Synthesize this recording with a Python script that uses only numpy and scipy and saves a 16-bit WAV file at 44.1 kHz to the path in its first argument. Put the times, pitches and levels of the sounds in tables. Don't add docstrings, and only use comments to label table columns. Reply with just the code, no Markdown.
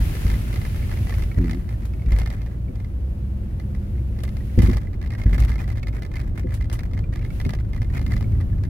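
import sys
import numpy as np
from scipy import signal
from scipy.fft import rfft, irfft, next_fast_len
from scipy.io import wavfile

SR = 44100
rng = np.random.default_rng(int(sys.argv[2]) if len(sys.argv) > 2 else 0)


def log_audio(samples):
    frames = np.atleast_2d(samples).T
    limited = np.clip(frames, -1, 1)
    pcm = np.round(limited * 32767).astype(np.int16)
    wavfile.write(sys.argv[1], SR, pcm)


N = 383229
TIME = np.arange(N) / SR

# time in seconds, firing rate in Hz, drone level in dB.
ENGINE_COURSE = [(0, 51, -30.5), (2.5, 57.5, -28), (2.85, 62.5, -30.5), (3.35, 66.3, -28),
                 (4.46, 64.9, -29), (5.1, 54, -33), (8.69, 55, -28)]
# multiple of the firing rate, relative level in dB.
ENGINE_ORDERS = [(1, 1.5), (2, -11), (3, -11.5), (3.25, -19), (5, -27), (5.5, -26.5), (7, -35.5),
                 (8, -31.5)]
# time in seconds, rumble in dB, shaking of the fitting in dB.
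ROAD_ROUGHNESS = [(.3, -23.5, -39), (1.15, -22.5, -20.5), (1.7, -26.5, -37), (2.3, -27, -27.5),
                  (3.0, -28.5, -58), (4.4, -25.5, -39), (5.2, -25.5, -25), (7.85, -23.5, -32.5),
                  (8.05, -19, -26), (8.69, -22, -35.5)]
# frequency in Hz, relative level in dB per Hz.
RUMBLE_COLOUR = [(12, -41), (24, -6), (43, -1.5), (108, -2), (140, -13), (211, -16.5), (314, -27.5),
                 (350, -27), (520, -48.5), (1140, -88)]
# frequency in Hz, relative level in dB per Hz.
ROAR_COLOUR = [(200, -2), (340, 5.5), (420, -2), (560, -0.5), (720, -6.5), (6000, -36)]
# time in seconds, level above 2260 Hz in dB.
HISS_LEVEL = [(.25, -43), (.55, -47.5), (1.2, -48.5), (1.35, -57), (2.7, -65), (4.1, -61.5), (4.6, -54.5),
              (4.85, -68.5), (7.1, -80), (7.36, -52.5), (7.6, -69.5), (8.15, -58.5), (8.69, -67)]
# frequency in Hz, relative level in dB per Hz.
HISS_COLOUR = [(300, 14), (800, 4.5), (2750, 5.5), (3400, 1), (7800, -6), (11500, -0.5), (16000, -7.5)]
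# frequency in Hz, likeness from -1 (opposite) to 1 (same).
LEFT_RIGHT_LIKENESS = [(100, 0.96), (250, 0.87), (550, 0.15), (1000, -0.48), (2000, -0.051), (4000, -0.087)]
# start in seconds, cabin boom in dB, suspension knock in dB,
# sharpness of the edge in dB per octave.
RUT_JOLTS = [(0, -18, -24.5, -1.5), (0.245, -18, -21, -2), (1.371, -22, -16, -5), (1.435, -20, -19.5, 3),
             (2.065, -18.5, -23, -5.5), (2.118, -15.5, -23.5, 2), (2.686, -45, -24, 5),
             (4.576, -14, -4, -2), (4.6248, -12.5, -10.5, -4), (4.683, -23.5, -9, 1),
             (5.256, -15, -16.5, -4.5), (5.319, -16, -20, -5.5), (5.41, -15.5, -27, -7),
             (6.441, -40, -18, 6.5), (7.455, -44, -15, -3)]
# frequency in Hz, relative level in dB, time to fall 60 dB in seconds.
CABIN_MODES = [(33, -13, 0.073), (53.55, 8.5, 0.37), (86.3, -8, 0.12)]
# frequency in Hz, relative level in dB,
# time to fall 60 dB in seconds.
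SUSPENSION_MODES = [(96, 0, 0.17), (168.2, -2.5, 0.12), (243, -1.5, 0.097), (345, -9, 0.12),
                    (485, -15, 0.094)]
# start in seconds, strength in dB.
FITTING_STRIKES = [(0.012, -30), (0.152, -29.5), (0.2658, -29.5), (0.300, -27.5), (0.3385, -29.5),
                   (0.528, -32), (0.5585, -29), (0.615, -33.5), (0.650, -27.5), (0.760, -35), (0.893, -36),
                   (0.9139, -31), (0.9717, -33), (1.069, -31), (1.0944, -29), (1.1395, -32), (1.1932, -33),
                   (1.2215, -29.5), (1.4418, -32), (1.495, -27), (1.5313, -31), (1.69, -37),
                   (2.1201, -27.5), (2.163, -35), (2.1858, -30.5), (2.2155, -30), (2.2597, -27.5),
                   (2.3019, -32), (2.4168, -37), (2.4612, -36.5), (2.7556, -44), (2.8005, -41),
                   (2.845, -39), (3.5982, -36), (3.7481, -39.5), (4.188, -37), (4.2356, -30), (4.2765, -32),
                   (4.3675, -38), (4.589, -22.5), (4.6194, -25), (4.660, -26), (4.6983, -28.5),
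                   (4.7316, -26), (4.7687, -29), (4.931, -38), (5.0141, -33), (5.0602, -35.5),
                   (5.104, -31.5), (5.1352, -33.5), (5.1825, -40), (5.226, -47), (5.3302, -26),
                   (5.38, -27.5), (5.4221, -28.5), (5.4813, -32), (5.515, -33), (5.539, -32),
                   (5.5802, -35.5), (5.614, -43), (5.6768, -35.5), (5.7015, -33), (5.7796, -36.5),
                   (5.828, -41), (5.8698, -31.5), (6.021, -32.5), (6.0494, -33), (6.1147, -37),
                   (6.1554, -33), (6.1998, -32), (6.274, -46), (6.361, -44), (6.6094, -33.5),
                   (6.6423, -36.5), (6.6983, -34), (6.7905, -31), (6.9335, -36), (6.975, -32),
                   (7.136, -35.5), (7.1576, -33.5), (7.2265, -37.5), (7.248, -35), (7.3998, -28.5),
                   (7.4495, -29), (7.4919, -25.5), (7.5347, -29.5), (7.587, -37.5), (7.732, -31.5),
                   (7.762, -34.5), (7.8172, -33), (7.977, -28.5), (8.0138, -34.5), (8.0633, -31.5),
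                   (8.1188, -27.5), (8.1646, -28.5), (8.2084, -31.5), (8.409, -39.5), (8.6355, -34)]
# frequency in Hz, relative level in dB,
# time to fall 60 dB in seconds.
FITTING_MODES = [(1253, -8.5, 0.034), (1747, -6, 0.044), (2030, 0, 0.032), (2090, -3.5, 0.046),
                 (2386, -9, 0.036)]
# frequency in Hz, relative level in dB per Hz.
CRACK_COLOUR = [(800, 16.5), (1500, 9), (2800, 5.5), (4800, 5), (7500, -6), (12300, -5.5), (16000, -13)]
# start in seconds, level in dB, time to fall 60 dB in seconds.
TRIM_SNAPS = [(1.853, -41.5, 0.073), (2.186, -34, 0.046), (4.235, -33.5, 0.051), (4.619, -36, 0.3),
              (5.401, -30, 0.049), (5.449, -33, 0.023), (6.54, -38.5, 0.14), (6.727, -32.5, 0.12)]
# frequency in Hz, relative level in dB per Hz.
TRIM_COLOUR = [(900, 5), (4000, -3), (7500, -7), (11500, -4), (16000, -13)]
# frequency in Hz, relative level in dB per Hz.
GRIT_COLOUR = [(600, 3.5), (1250, 0.5), (2100, 3.5), (2700, -10), (9000, -19)]
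# time in seconds, slip rate in Hz, level in dB.
GROAN_COURSE = [(1.365, 108, -46), (1.42, 87.5, -19.5), (1.51, 75.5, -31), (1.58, 89.6, -28.5),
                (1.62, 88, -69)]
# multiple of the slip rate, relative level in dB.
GROAN_ORDERS = [(2, -1.5), (3, -2.5), (4, -9)]

PULL_HZ, PULL_DB_PER_HZ = 64.05, 0.6
SWAY_S, SWAY_DB = 0.068, 6.5
FULL_JOLT_DB = -8.5
EDGE_HZ = 15950


def gain_of(db):
    return 10 ** (np.asarray(db) / 20)


def evened(x):
    return x / np.sqrt(np.mean(x ** 2) + 1e-20)


def read(points, hz):
    f, value = np.transpose(points)
    return np.interp(np.log(hz + 1), np.log(f + 1), value)


def follow(rows):
    s, *columns = np.transpose(rows)
    return [np.interp(TIME, s, c) for c in columns]


def add(mix, s, sound):
    part = mix[:, max(round(s * SR), 0):][:, :sound.shape[1]]
    part += sound[:, :part.shape[1]]


def wander(rate_hz):
    hz = np.fft.rfftfreq(N, 1 / SR)
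    slowed = rfft(rng.standard_normal(N)) / (1 + (hz / rate_hz) ** 4)
    return evened(irfft(slowed, N))


def noise(colour, above_hz=0, count=N):
    size = next_fast_len(count)
    hz = np.fft.rfftfreq(size, 1 / SR)
    shared, apart = rfft(rng.standard_normal((2, size))) * gain_of(read(colour, hz))
    same = np.clip(read(LEFT_RIGHT_LIKENESS, hz), -1, 1)
    opposite = np.array([[1], [-1]])
    spectrum = np.sqrt(1 + same) * shared + np.sqrt(1 - same) * apart * opposite
    level = np.std(irfft(spectrum * (hz >= above_hz), size))
    return irfft(spectrum, size)[:, :count] / level


def blow(t, rise, t60):
    return (1 - np.exp(-t / rise)) * np.exp(-np.log(1000) * t / t60)


def engine(waver=0.0024):
    hz, level_db = follow(ENGINE_COURSE)
    turns = np.cumsum(hz * (1 + waver * wander(6.25))) / SR
    pull_db = PULL_DB_PER_HZ * (hz - PULL_HZ)
    orders = 0
    for k, db in ENGINE_ORDERS:
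        order_db = db + (k > 2) * pull_db + 2 * wander(13)
        orders = orders + gain_of(order_db) * np.sin(2 * np.pi * (k * turns + rng.random()))
    return gain_of(level_db) * evened(orders)


def tyres(road_db, roar_db=-46, roar_share=0.22):
    rumble = noise(RUMBLE_COLOUR) * gain_of(road_db)
    rougher_db = roar_share * (road_db - road_db.mean())
    roar = noise(ROAR_COLOUR) * gain_of(roar_db + rougher_db + .5 * wander(2.9))
    return rumble + roar


def swaying():
    sway = np.zeros(N)
    for s, boom_db, _, _ in RUT_JOLTS:
        age = np.maximum(TIME - s, 0) / SWAY_S
        sway += gain_of(boom_db - FULL_JOLT_DB) * age ** 2 * np.exp(2 * (1 - age))
    return sway


def jolts(boom_rise=0.0037, clunk_rise=0.0035, thud_db=-23, thud_hz=720, spread=0.67, detune=0.056):
    t, out = np.arange(SR // 2) / SR, np.zeros((2, N))
    boom = 0
    for hz, db, t60 in CABIN_MODES:
        boom = boom - gain_of(db) * blow(t, boom_rise, t60) * np.sin(2 * np.pi * hz * t)
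    hz, mode_db, t60 = np.transpose(SUSPENSION_MODES)
    height = hz / np.median(hz)
    cushion = 1 - np.exp(-t / clunk_rise)
    puff = blow(t, clunk_rise, .15)
    dull = signal.butter(4, thud_hz, fs=SR, output="sos")
    for s, boom_db, knock_db, tilt_db in RUT_JOLTS:
        phase, lag, bend = rng.standard_normal((3, len(hz)))
        swing = np.exp(2j * np.pi * np.outer(hz * (1 + detune * bend), t))
        modes = blow(t, clunk_rise, t60[:, None]) * swing
        angle = 2 * np.pi * phase + spread * height * np.array([lag, -lag]) / 2
        weights = gain_of(mode_db + tilt_db * np.log2(height)) * np.exp(1j * angle)
        ring = (weights @ modes).imag
        thud = gain_of(thud_db) * puff * signal.sosfilt(dull, noise(ROAR_COLOUR, count=len(t)))
        add(out, s, gain_of(boom_db) * boom + gain_of(knock_db) * cushion * (ring + thud))
    return out


def fitting(hits, ring_db, crack_db, tail_db=-24, crack_scatter_db=2, vary_db=2.2, right_db=2.0,
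            spread=0.38, detune=0.02):
    t, rings, crack_power = np.arange(SR // 10) / SR, np.zeros((2, N)), np.zeros((2, N))
    hz, mode_db, t60 = np.transpose(FITTING_MODES)[:, :, None]
    modes = gain_of(mode_db) * blow(t, 0.0017, t60) * np.exp(2j * np.pi * hz * t)
    crack, tail = blow(t, .0009, .02), blow(t, .004, .08)
    burst = crack + gain_of(tail_db) * tail
    for s, db in hits:
        size, phase, lag = rng.standard_normal((3, len(hz)))
        angle = 2 * np.pi * phase + spread * np.array([lag, -lag]) / 2
        weights = gain_of(vary_db * size) * np.exp(1j * angle)
        bent = modes * np.exp(2j * np.pi * hz * t * detune * rng.standard_normal())
        add(rings, s, gain_of(db + ring_db) * (weights @ bent).imag)
        strength_db = db + crack_db + crack_scatter_db * rng.standard_normal()
        add(crack_power, s, (gain_of(strength_db) * burst[None]) ** 2)
    sides = gain_of([[-right_db], [right_db]])
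    return rings * sides + np.sqrt(crack_power) * noise(CRACK_COLOUR)


def rebounds(hits, delay=0.0135, drop_db=-5, scatter_db=2, eager=1.0):
    s, db = np.transpose(hits)
    late, size = rng.standard_normal((len(s), 2)).T
    light_db = np.minimum(db - np.median(db), 0)
    rebound_s = s + delay * (1 + late / 10)
    rebound_db = db + drop_db + eager * light_db + scatter_db * size
    return np.column_stack([rebound_s, rebound_db])


def chatter(shake_db, per_s=22, level_db=-9, bunch_db=3):
    at = np.flatnonzero(rng.random(N) < per_s / SR)
    bunches = bunch_db * np.clip(wander(8), -2, 1)
    return np.column_stack([TIME, shake_db + level_db + bunches])[at]


def groan():
    hz, level_db = follow(GROAN_COURSE)
    turns = np.cumsum(hz * (1 + .03 * wander(60))) / SR
    jerks = gain_of(2.5 * wander(50))
    tone = 0
    for k, db in GROAN_ORDERS:
        tone = tone + gain_of(db) * np.sin(2 * np.pi * (k * turns + rng.random()))
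    slipping = (TIME > GROAN_COURSE[0][0]) & (TIME < GROAN_COURSE[-1][0])
    return gain_of(level_db) * evened(tone * jerks) * slipping


def grit(sway, shake_db, per_s=170, loose_db=-4, jolt_db=-40.0, rough_db=-19, scatter_db=2.5):
    stones = rng.random(N) < per_s / SR
    sizes = stones * gain_of(scatter_db * np.minimum(rng.exponential(1, N), 3))
    grain = blow(np.arange(SR // 20) / SR, .0008, .022)
    power = signal.oaconvolve(sizes ** 2, grain ** 2)[:N]
    crackle = evened(np.sqrt(abs(power)))
    hiss_db, = follow(HISS_LEVEL)
    loose = gain_of(hiss_db + loose_db)
    crunch = gain_of(jolt_db) * sway
    clumps = gain_of(shake_db + rough_db) * np.clip(wander(10.5), 0, 2)
    return noise(GRIT_COLOUR) * crackle * np.linalg.norm([loose, crunch, clumps], axis=0)


def trim(left_db=0.0):
    t, bursts = np.arange(SR // 5) / SR, np.zeros((2, N))
    for s, db, t60 in TRIM_SNAPS:
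        add(bursts, s, gain_of(db) * blow(t, 0.00011, t60)[None])
    return bursts * noise(TRIM_COLOUR) * gain_of([[left_db], [-left_db]])


def hiss(left_db=0.5):
    level_db, = follow(HISS_LEVEL)
    flicker_db = .5 * wander(19.0)
    sides = gain_of([[left_db], [-left_db]])
    return noise(HISS_COLOUR, 2260) * gain_of(level_db + flicker_db) * sides


def scene():
    road_db, shake_db = follow(ROAD_ROUGHNESS)
    sway = swaying()
    strikes = fitting(FITTING_STRIKES, ring_db=-4, crack_db=1)
    returns = fitting(rebounds(FITTING_STRIKES), ring_db=-6.5, crack_db=3.5)
    trembling = fitting(chatter(shake_db), ring_db=-3.5, crack_db=-3, vary_db=4, detune=0.071)
    car = engine() + tyres(road_db + SWAY_DB * sway) + jolts() + groan() + grit(sway, shake_db)
    return car + strikes + returns + trembling + trim() + hiss()


def record(dry, low_hz=18):
    bass_cut = signal.butter(2, low_hz, "high", fs=SR, output="sos")
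    thinned = signal.sosfilt(bass_cut, dry) * signal.windows.tukey(N, .001)
    band_limit = signal.firwin(511, EDGE_HZ, window=("kaiser", 9), fs=SR)
    return signal.oaconvolve(thinned, band_limit[None], "same")


dry = scene()
out = record(dry)
log_audio(out)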